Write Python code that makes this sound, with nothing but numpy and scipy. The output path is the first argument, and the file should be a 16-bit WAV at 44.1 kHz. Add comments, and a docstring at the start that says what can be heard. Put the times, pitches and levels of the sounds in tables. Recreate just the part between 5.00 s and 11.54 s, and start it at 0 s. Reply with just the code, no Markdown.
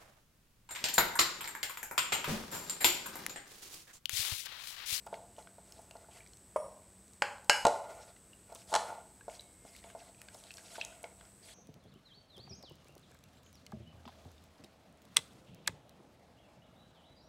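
"""A kitchen hums and a power supply whines near 8 kHz, pulsing at twice the mains frequency: sines over shaped noise.
A plastic spoon stirs thin batter in a plastic bowl on a stone counter: its taps and scrapes excite the bowl's modes,
the batter clicks and slops as chirped pops and patchy noise. A pot is nudged, then a steel cup is set down and clinks:
damped modes plus noise bursts and impulses. Each hit gets a reverberant tail of about half a second."""
import sys
import numpy as np
from scipy import signal
from scipy.fft import rfft, irfft, next_fast_len
from scipy.io import wavfile
from scipy.ndimage import uniform_filter1d, map_coordinates

SR = 44100
rng = np.random.default_rng(int(sys.argv[2]) if len(sys.argv) > 2 else 0)


def inscribe(sig):
    """Save sig as 16-bit PCM at rate SR to the path in sys.argv[1].

    A 1-D sig is mono; a 2-D sig holds one channel per row.
    Samples are clipped to [-1, 1] before scaling.
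    """
    pcm = np.round(np.clip(np.atleast_2d(sig).T, -1, 1) * 32767)
    wavfile.write(sys.argv[1], SR, pcm.astype(np.int16))


N = 288414
T = np.arange(N) / SR


def amp(db):
    """dB to amplitude."""
    return 10 ** (np.asarray(db) / 20)


def unit(x):
    """Scales to rms 1."""
    return x / np.sqrt(np.mean(x ** 2) + 1e-20)


def peak(x):
    """Scales to peak 1."""
    return x / np.abs(x).max()


def along(points, hz):
    """Interpolates (Hz, value) points on a log-frequency axis."""
    f, v = np.transpose(points)
    return np.interp(np.log(hz + 1), np.log(f + 1), v)


def wobble(knots_per_s):
    """Smooth random curve through normal-distributed knots."""
    knots = rng.standard_normal(int(N * knots_per_s / SR) + 4)
    return map_coordinates(knots, [T * knots_per_s])


def filtered(x, response):
    """Applies a complex response of frequency to x."""
    m = next_fast_len(x.shape[-1] + 8192)
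    spectrum = rfft(x, m) * response(np.fft.rfftfreq(m, 1 / SR))
    return irfft(spectrum, m)[..., :x.shape[-1]]


def noise(spectrum, size=N):
    """Coloured noise, rms 1."""
    return unit(filtered(rng.standard_normal(size), lambda hz: amp(along(spectrum, hz))))


def ringing(modes, t, attack_s):
    """Damped modes (Hz, dB, t60 s), each strength scattered at random, with a soft onset."""
    chance_db = rng.normal(0, 1.5, len(modes))
    total = 0
    for (hz, db, t60_s), scatter_db in zip(modes, chance_db):
        total = total + amp(db + scatter_db - 60 * t / t60_s) * np.sin(2 * np.pi * hz * t)
    return (1 - np.exp(-t / attack_s)) * total


def puff(spectrum, t, t60_s):
    """Decaying burst of coloured noise, peak 1."""
    envelope = amp(-60 * t / t60_s) * (1 - np.exp(-t / 0.001))
    return peak(noise(spectrum, size=len(t)) * envelope)


# room decay: (frequency [Hz], t60 [s])
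ROOM_DECAY = [(150, 0.13), (700, 0.65), (2000, 0.41), (6000, 0.44), (14000, 0.61)]


def add(track, start_s, sound, room_db):
    """Mixes in a sound with a fresh noise tail that decays at its own rate per frequency."""
    hz, t, z = signal.stft(rng.standard_normal(SR * 3 // 5), SR, nperseg=256)
    decay = amp(-60 * t / np.abs(along(ROOM_DECAY, hz))[:, None])
    tail = signal.istft(z * decay, SR, nperseg=256)[1]
    wet = amp(room_db) * signal.fftconvolve(sound, tail / np.linalg.norm(tail))
    i = round(start_s * SR)
    track[i:i + len(sound)] += sound[:len(track) - i]
    i += round(.006 * SR)  # the first walls answer a little later
    track[i:i + len(wet)] += wet[:max(len(track) - i, 0)]


# kitchen air spectrum: (frequency [Hz], density [dB per Hz])
AIR_SPECTRUM = [(15, -44.5), (25, -42.5), (48, 5.5), (102, -1), (157, -5), (185, -8), (309, -6.5),
                (489, -10.5), (1130, -17.5), (1940, -20), (2760, -23), (3160, -23.5), (6210, -23),
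                (8140, -17), (16000, -33)]
# appliance hum: (frequency [Hz], level before wavering [dB rms])
HUM_TONES = [(55, -86), (107.7, -76.5), (193.8, -71.5)]
# power-supply whine: (frequency [Hz], level before pulsing and wavering [dB rms])
WHINE_TONES = [(7305, -85), (7781, -71), (8257.8, -70.5), (8734, -84)]
AIR_DB, PULSE_HZ = -62, 100.05


def kitchen():
    """Air noise, a wavering hum and a whine switched on at each mains half-wave."""
    air = amp(AIR_DB + 0.23 * wobble(1.64)) * noise(AIR_SPECTRUM)
    hum = np.zeros(N)
    for hz, db in HUM_TONES:
        level = amp(db + 3 + 2.5 * wobble(9))  # +3 dB: rms to peak
        hum += level * np.sin(2 * np.pi * hz * T + 1.6 * wobble(14))
    whine = np.zeros(N)
    for hz, db in WHINE_TONES:
        level = amp(db + 3 + wobble(3))
        whine += level * np.sin(2 * np.pi * hz * T + .7 * wobble(2))
    gate = 1 + 1.05 * np.cos(2 * np.pi * PULSE_HZ * (T - .0035))
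    return air + hum + gate * whine


def bubble(t, hz, t60_s, snap_db):
    """An air pocket pops: a damped tone rising as it closes and a snap around it, the harder the broader."""
    onset = 1 - np.exp(-t / 0.0015)
    tone = np.sin(2 * np.pi * hz * t * (1 + 5 * t)) * amp(-60 * t / max(t60_s, .002)) * onset
    edge = [(hz / 6, -45), (hz / 1.6, -4), (hz, 0), (1.8 * hz, -4),
            (3.2 * hz, 1.5 * snap_db - 14), (10 * hz, 3 * snap_db - 36)]
    # the microphone dulls the top of each snap
    snap = filtered(puff(edge, t, 0.0071), lambda f: 1 / (1 + 1j * f / 9000) ** 2)
    return tone + amp(snap_db) * snap


# wet clicks: (time [s], level [dB], pitch [Hz], snap against tone [dB])
BATTER_CLICKS = [(0.063, -47, 11500, 11), (0.0722, -43.5, 1300, -0.5), (0.141, -40, 2100, 1.5),
                 (0.365, -55, 2885, 8), (0.3887, -47, 2800, -2), (0.425, -48, 4048, -4),
                 (0.472, -43.5, 1470, 0), (0.7221, -41, 5100, 9), (0.817, -40, 10000, -5),
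                 (0.91, -43, 2690, 6), (0.9676, -44.5, 4240, -4.3), (1.0443, -49, 1380, -17),
                 (1.205, -42, 2260, -10), (1.2626, -51, 2230, 2), (1.2735, -45, 5650, -1),
                 (1.3338, -46.5, 4130, 2), (1.3702, -47.5, 6244, 5), (2.0799, -48.5, 6700, 2),
                 (2.134, -46.5, 7060, 4), (2.382, -52, 1450, 5), (2.4449, -50, 7600, 9.5),
                 (3.164, -48, 1950, -1), (3.3324, -41, 2720, -11.5), (3.5252, -48, 4890, 7.5),
                 (3.549, -33.5, 9250, 3.5), (3.5606, -42.5, 4900, 3), (4.2096, -41, 1560, -8),
                 (4.2977, -44, 2110, 0), (4.3277, -51, 2100, 4), (4.395, -27.5, 3830, -14),
                 (4.408, -44, 4200, 6), (4.7492, -42, 2070, -19), (4.7634, -43, 4000, 8),
                 (4.8273, -51, 1880, -9), (4.8399, -42.5, 2120, 1.5), (4.901, -46.5, 1520, 0),
                 (5.003, -49, 3020, -3), (5.0236, -52, 1520, -2), (5.1462, -50, 2420, -4),
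                 (5.2161, -43, 2400, 10.5), (5.285, -44.5, 1540, 3), (5.3445, -43, 5100, 8),
                 (5.438, -46, 3870, 5), (5.5064, -35, 2570, -5), (5.515, -44, 2713, 10),
                 (5.539, -37.5, 4870, 3), (5.5705, -34, 5540, -3), (5.5817, -42, 1530, 6),
                 (5.6824, -48, 3000, -1), (5.755, -40.5, 1440, 2), (5.8126, -19.5, 2610, -5.5),
                 (5.8216, -29, 3110, -10), (5.8333, -41, 3488, -13), (5.849, -26, 6440, -2),
                 (5.925, -47, 1420, -2), (6.0303, -36.5, 10500, 4), (6.0419, -35.5, 2140, -2),
                 (6.2104, -50.5, 1530, 6.5), (6.2524, -55.5, 1380, 9)]
POP_T60_S, POP_SHORTENS = 0.019, 0.69  # t60 at 2 kHz; falls with this power of pitch


def clicks():
    """The batter's loudest pops, each a closing air pocket."""
    out, t = np.zeros(N), np.arange(SR // 16) / SR
    for start_s, db, hz, snap_db in BATTER_CLICKS:
        t60_s = POP_T60_S * (2000 / hz) ** POP_SHORTENS
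        add(out, start_s, amp(db) * bubble(t, hz, t60_s, snap_db), room_db=-10.5)
    return out


# bowl modes: (frequency [Hz], width [Hz], level [dB])
BOWL_MODES = [(494.4, 55.5, 3), (592, 59, 5), (672.3, 70, 10.5), (800, 31.8, -2), (860.5, 40.3, 4.5),
              (894, 37, -6), (1013, 28, -10), (1426, 53, 1.5), (1990, 230, -9)]
# spoon on bowl: (time [s], body peak [dB], spot pitch [Hz], hardness: click against body [dB])
SPOON_TAPS = [(0.066, -37.5, 830, -10.5), (0.128, -29.5, 620, -28), (0.14, -39, 660, -34),
              (0.383, -39, 660, -32), (0.399, -52, 610, -13), (0.583, -45, 635, -27),
              (0.791, -45.5, 700, -14), (0.91, -50, 680, -21), (0.954, -40, 690, -24),
              (1.086, -49, 678, -22), (2.651, -13, 890, -6.5), (2.667, -11.5, 610, -10.5),
              (2.682, -20.5, 614, -18), (3.497, -47.5, 680, -30), (3.522, -40.5, 686, -26),
              (3.554, -46.5, 700, 1.5), (3.719, -34, 864, -14), (3.727, -25.5, 940, -10.5),
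              (3.739, -24.5, 670, 4), (3.751, -34, 633, 16), (3.76, -21, 990, -1.5), (3.901, -33, 970, -24),
              (3.924, -34, 830, -29), (4.281, -31, 600, -23), (4.65, -45, 673, -10), (4.844, -45, 676, -16),
              (4.95, -35.5, 690, -29), (5.347, -44, 660, -10), (5.782, -34, 700, -23),
              (6.04, -37.5, 562, -12)]
# bowl base rocking on the counter: (time [s], level [dB])
BASE_ROCKS = [(0.128, -49), (0.383, -54), (0.954, -55), (2.651, -23.5), (4.281, -64), (4.651, -50),
              (4.95, -55)]
CLICK_T60_S, KNOCK_T60_S = .018, .03
KNOCK_DB = -0.5  # mid part of a hard contact, against its click


def taps():
    """A soft push rings the batter-damped bowl, most near the spot's pitch; harder contact adds a click."""
    out, t = np.zeros(N), np.arange(SR // 8) / SR
    knock_spectrum = [(250, -98), (600, -2), (1100, -5.5), (1500, -16.5), (2500, -19), (3500, -20), (8000, -66)]
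    click_spectrum = [(1500, -16), (3800, 4), (8000, 3.0), (12000, -14.0), (16000, -41)]
    for start_s, db, spot_hz, hard_db in SPOON_TAPS:
        modes = []
        for hz, width_hz, level_db in BOWL_MODES:
            off_spot_db = 12 * abs(np.log2(hz / spot_hz))
            modes.append((hz, level_db - off_spot_db, 2.2 / width_hz))  # t60 = 2.2 / width
        body = peak(ringing(modes, t, 0.002))
        knock = amp(hard_db + KNOCK_DB) * puff(knock_spectrum, t, KNOCK_T60_S)
        click = amp(hard_db) * puff(click_spectrum, t, CLICK_T60_S)
        add(out, start_s, amp(db) * (body + knock + click), room_db=-7)
    for start_s, db in BASE_ROCKS:
        boom = amp(db - 60 * t / 0.027) * np.sin(2 * np.pi * 250 * t)
        boom *= 1 + 0.25 * np.cos(2 * np.pi * 70 * t)  # makes three low tones
        add(out, start_s, boom, room_db=-5)
    return out


def bowl_response(f):
    """The bowl's causal response: resonances of alternating sign."""
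    total = 0
    for k, (hz, width_hz, db) in enumerate(BOWL_MODES):
        total = total + (-1) ** k * amp(db) * 1j * f * width_hz / (hz * hz - f * f + 1j * f * width_hz)
    return total


def grains(count, hz, spread, cycles, size_db):
    """Many tiny damped pops at random moments around a pitch curve, rms 1."""
    u, t = rng.random((count, 2)), np.arange(512) / SR
    start = (u[:, :1] * N).astype(int)
    f = np.clip(hz[start] * np.exp(spread * rng.standard_normal((count, 1))), 300, 15000)
    life = t * f / cycles
    size = amp(-size_db * np.log(u[:, 1:] + .02))  # the offset caps the largest pops
    pops = size * np.sin(2 * np.pi * f * t) * life * np.exp(-life)
    return unit(np.bincount((start + np.arange(512)).ravel(), pops.ravel(), N + 512)[:N])


def patchy(spectrum, depth_db, bins, frames):
    """Coloured noise whose level comes in small patches of time and pitch, rms 1."""
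    z = signal.stft(noise(spectrum), nperseg=256)[2]
    field = uniform_filter1d(rng.standard_normal(z.shape), size=bins, axis=0)
    field = uniform_filter1d(field, size=frames, axis=1)
    return unit(signal.istft(z * amp(depth_db * unit(field)), nperseg=256)[1][:N])


# spoon sweeps: (start [s], hold [s], slop level [dB], wall rub level [dB], air pocket pitch [Hz])
SPOON_STROKES = [(0.1, 0.037, -66.5, -67, 3700), (0.357, 0.018, -65, -63, 6070),
                 (0.638, 0.15, -69.5, -66.5, 4550), (0.79, 0.094, -89, -74, 5830),
                 (0.93, 0.057, -76, -63, 5080), (1.101, 0.053, -60.5, -63.5, 2615),
                 (2.67, 0.23, -80, -52, 5740), (2.858, 0.2, -66.5, -58.5, 6040),
                 (3.466, 0.042, -72, -59.5, 2265), (3.54, 0.04, -65.5, -78, 5700),
                 (3.665, 0.027, -55, -55, 4680), (3.75, 0.12, -63, -49.5, 6150),
                 (3.896, 0.065, -77, -54.5, 4200), (4.274, 0.04, -61, -70, 6000),
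                 (4.373, 0.033, -67.5, -79, 4240), (4.631, 0.12, -64, -69, 4780),
                 (4.819, 0.05, -62.5, -60, 3300), (4.95, 0.096, -67, -62.5, 4930),
                 (5.16, 0.12, -72.5, -67, 2170), (5.308, 0.057, -62.5, -65.5, 5900),
                 (5.395, 0.09, -66, -67.5, 3900), (5.514, 0.18, -62.5, -63, 5970),
                 (5.696, 0.032, -55, -62, 4980), (5.774, 0.073, -62.5, -60, 2890),
                 (5.879, 0.061, -65.5, -61.5, 2710), (6.02, 0.031, -73, -59.5, 2670),
                 (6.168, 0.066, -75, -63.5, 2820), (6.42, 0.059, -59.5, -64, 4200)]
ATTACK_S, SLOP_T60_S, RUB_T60_S = 0.036, 0.23, 0.24


def sweeps(level_db, t60_s):
    """Gain of all sweeps, power-summed: attack, hold, release."""
    start, hold = np.transpose(SPOON_STROKES)[:2, :, None]
    age = T[::64] - start
    release_s = np.clip(age - ATTACK_S - hold, 0, 1)
    gain = np.clip(age / ATTACK_S, 0, 1) * amp(level_db[:, None] - 60 * release_s / t60_s)
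    return np.interp(T, T[::64], np.sqrt(np.sum(gain ** 2, axis=0)))


# batter slop spectrum: (frequency [Hz], density [dB per Hz])
SLOP_SPECTRUM = [(500, -79), (1300, -3.5), (2300, 3), (4500, 3), (7000, -4), (10000, -34.5)]
# batter fizz spectrum: (frequency [Hz], density [dB per Hz])
FIZZ_SPECTRUM = [(4000, -8), (7000, 12.5), (10000, 10.5), (13000, -2), (16000, -46)]
FIZZ_DB, FIZZ_DB_PER_OCTAVE = -2, 2  # fizz against slop at a 4 kHz pocket; finer pockets fizz more
SINK_OCTAVES_PER_S, GRIT_DB = 4.17, 4  # pockets grow and drop in pitch; the drag is uneven


def stroke():
    """The spoon rubs the wall, which sings in its modes, and drags the batter into slop and fine fizz."""
    start, hold, slop_db, rub_db, hz = np.transpose(SPOON_STROKES)
    fizz_db = slop_db + FIZZ_DB + FIZZ_DB_PER_OCTAVE * np.log2(hz / 4000)
    now = np.maximum(np.searchsorted(start, T) - 1, 0)  # latest sweep
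    past_middle_s = np.clip(T - (start + ATTACK_S + hold / 2)[now], -.1, .1)
    pocket_hz = hz[now] * 2 ** (-SINK_OCTAVES_PER_S * past_middle_s)
    rub = unit(filtered(amp(2.4 * wobble(40)) * rng.standard_normal(N), bowl_response))
    # air pockets squeezed behind the blade
    gurgle = grains(count=5000, hz=pocket_hz, spread=.15, cycles=6, size_db=3)
    crackle = grains(count=900, hz=3800 + 0 * T, spread=.5, cycles=.9, size_db=3)
    slop = patchy(SLOP_SPECTRUM, depth_db=3.5, bins=3, frames=5) + 1.1 * gurgle + .55 * crackle
    slop = unit(amp(GRIT_DB * wobble(45)) * slop)
    fine_pops = grains(count=2000, hz=9000 + 0 * T, spread=.3, cycles=1.4, size_db=3)
    fizz = unit(patchy(FIZZ_SPECTRUM, depth_db=2.5, bins=5, frames=4) + .4 * fine_pops)
    wall = sweeps(rub_db, RUB_T60_S) * rub
    batter = sweeps(slop_db, SLOP_T60_S) * slop + sweeps(fizz_db, SLOP_T60_S) * fizz
    return wall + batter


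# pot nudge: (time [s], body peak [dB])
POT_NUDGES = [(1.56, -18.5)]
# pot body modes: (frequency [Hz], level [dB], t60 [s])
POT_MODES = [(467, -18, 0.17), (569, 2, 0.039), (615, -1, 0.076), (686, -23, 0.04), (866, -19, 0.13),
             (965, 1, 0.03), (1043, -8, 0.07), (1201, -13, 0.077), (1330, -18, 0.058)]
# pot's thin rim modes: (frequency [Hz], level [dB], t60 [s])
RIM_MODES = [(3290, -6, .15), (5535, -5, .6), (5560, -6, .5), (9420, -6, .25), (9540, 0, .5),
             (9680, -4, .3)]


def pot():
    """A heavier pot is nudged: body modes, a noise tick and a faint ring of the thin rim."""
    out, t = np.zeros(N), np.arange(SR // 2) / SR
    tick_spectrum = [(1000, -10.5), (2200, 0), (4000, -22), (9500, -8.0), (14000, -28.0)]
    for start_s, db in POT_NUDGES:
        tick = amp(-21.5) * puff(tick_spectrum, t, 0.069)
        body = peak(ringing(POT_MODES, t, 0.0019))
        add(out, start_s, amp(db) * (body + tick), room_db=-6.0)
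        add(out, start_s, amp(db - 45) * ringing(RIM_MODES, t, 0.0023), room_db=-1)
    return out


SMEAR_S = .004  # random delay per pitch spreads the crack over a few milliseconds


def crack(spectrum, t):
    """A hard minimum-phase impulse of this colour, each pitch delayed at random by up to SMEAR_S; peak 1."""
    cepstrum = irfft(np.log(amp(along(spectrum, np.fft.rfftfreq(4096, 1 / SR)))))
    cepstrum[1:2048] *= 2  # folded: all sound follows the contact
    cepstrum[2049:] = 0
    delay_s = SMEAR_S * np.interp(np.arange(2049), np.linspace(0, 2048, 40), rng.random(40) ** 2)
    late = np.exp(-2j * np.pi * np.cumsum(delay_s) * SR / 4096)
    impulse = irfft(np.exp(rfft(cepstrum)) * late)[:2048]
    return peak(np.pad(impulse, (0, len(t) - 2048)))


# cup on counter: (time [s], clack peak [dB]; against it: thud [dB], brightness [dB], ring [dB])
CUP_HITS = [(2.221, -16, -6, -11, -29.5), (2.4957, -10, -5.5, -3, -13.5)]
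# steel cup modes: (frequency [Hz], level [dB], t60 [s])
CUP_MODES = [(1611, 0, .3), (2160, -12, .4), (2326, -12, .35), (2708, -8, .2), (2924, -8, .33),
             (3467, -26, .25), (4958, -27, .22), (7041, -32, .25)]
# stone counter modes: (frequency [Hz], level [dB], t60 [s])
COUNTER_MODES = [(342, -21, .03), (525, -1, 0.017), (580, -6.5, 0.063), (722, -4, 0.032), (840, 5.5, 0.028),
                 (940, -7, .025)]
# steel on stone, low part: (frequency [Hz], density [dB per Hz])
CLACK_SPECTRUM = [(500, -43.5), (1000, -7.5), (1250, -6.5), (1500, 2.5), (1850, -5.5), (2250, -3.5),
                  (3100, -8), (3600, -21), (5000, -63)]
# steel on stone, bright part: (frequency [Hz], density [dB per Hz])
BRIGHT_SPECTRUM = [(2500, -69), (3700, -15.5), (4300, 0.5), (5300, 1.5), (5850, -9.5), (7000, -1.5),
                   (9500, -11.5), (13000, -23.5), (16000, -52.5)]


def cup():
    """Steel on stone: a clack, the counter's thud and the ringing cup wall."""
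    out, t = np.zeros(N), np.arange(SR // 2) / SR
    for start_s, db, thud_db, bright_db, ring_db in CUP_HITS:
        thud = amp(thud_db) * peak(ringing(COUNTER_MODES, t, 0.0013))
        add(out, start_s, amp(db) * (crack(CLACK_SPECTRUM, t) + thud), room_db=-6)
        bright = crack(BRIGHT_SPECTRUM, t) + 0.67 * puff(BRIGHT_SPECTRUM, t, 0.044)
        add(out, start_s, amp(db + bright_db) * bright, room_db=-6.5)
        add(out, start_s, amp(db + ring_db) * ringing(CUP_MODES, t, 0.00075), room_db=-15)
    return out


# faint tone path: (time [s], frequency [Hz], level before a 6 dB lift [dB])
FAR_TONE_PATH = [(4.25, 2170, -80), (4.45, 2210, -85), (4.62, 2125, -78.5), (4.899, 2120, -80),
                 (5.08, 2076, -84), (5.15, 2080, -98)]


def far_tone():
    """A faint thin tone drifts by: a sine with gliding pitch and wavering level."""
    s, hz, db = np.transpose(FAR_TONE_PATH)
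    heard = (T > s[0]) & (T < s[-1])
    level = amp(np.interp(T, s, db) + 6.0 + 3.0 * wobble(15))
    return heard * level * np.sin(2 * np.pi * np.cumsum(np.interp(T, s, hz)) / SR)


# treble haze under mid: (frequency [Hz], level [dB])
HAZE_LEVEL = [(3500, -70), (4500, -26), (9000, -20), (14000, -9)]


def scene():
    """Nearly mono, with a faint treble haze differing between left and right."""
    mid = kitchen() + clicks() + taps() + stroke() + pot() + cup() + far_tone()
    scatter = rng.standard_normal(2048) * np.exp(-np.arange(2048) / 500)
    haze = signal.fftconvolve(np.pad(mid, (64, 0)), scatter / np.linalg.norm(scatter))[:N]
    haze = filtered(haze, lambda hz: amp(along(HAZE_LEVEL, hz)))
    return np.array([mid + haze, mid - haze])


TOP_HZ, BASS_CUT_HZ = 15750, 35


def record(dry):
    """The camera cuts the deepest bass and keeps nothing above its band limit."""
    return filtered(dry, lambda hz: (hz < TOP_HZ) * hz ** 2 / (hz ** 2 + BASS_CUT_HZ ** 2))


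dry = scene()
out = record(dry)
inscribe(out)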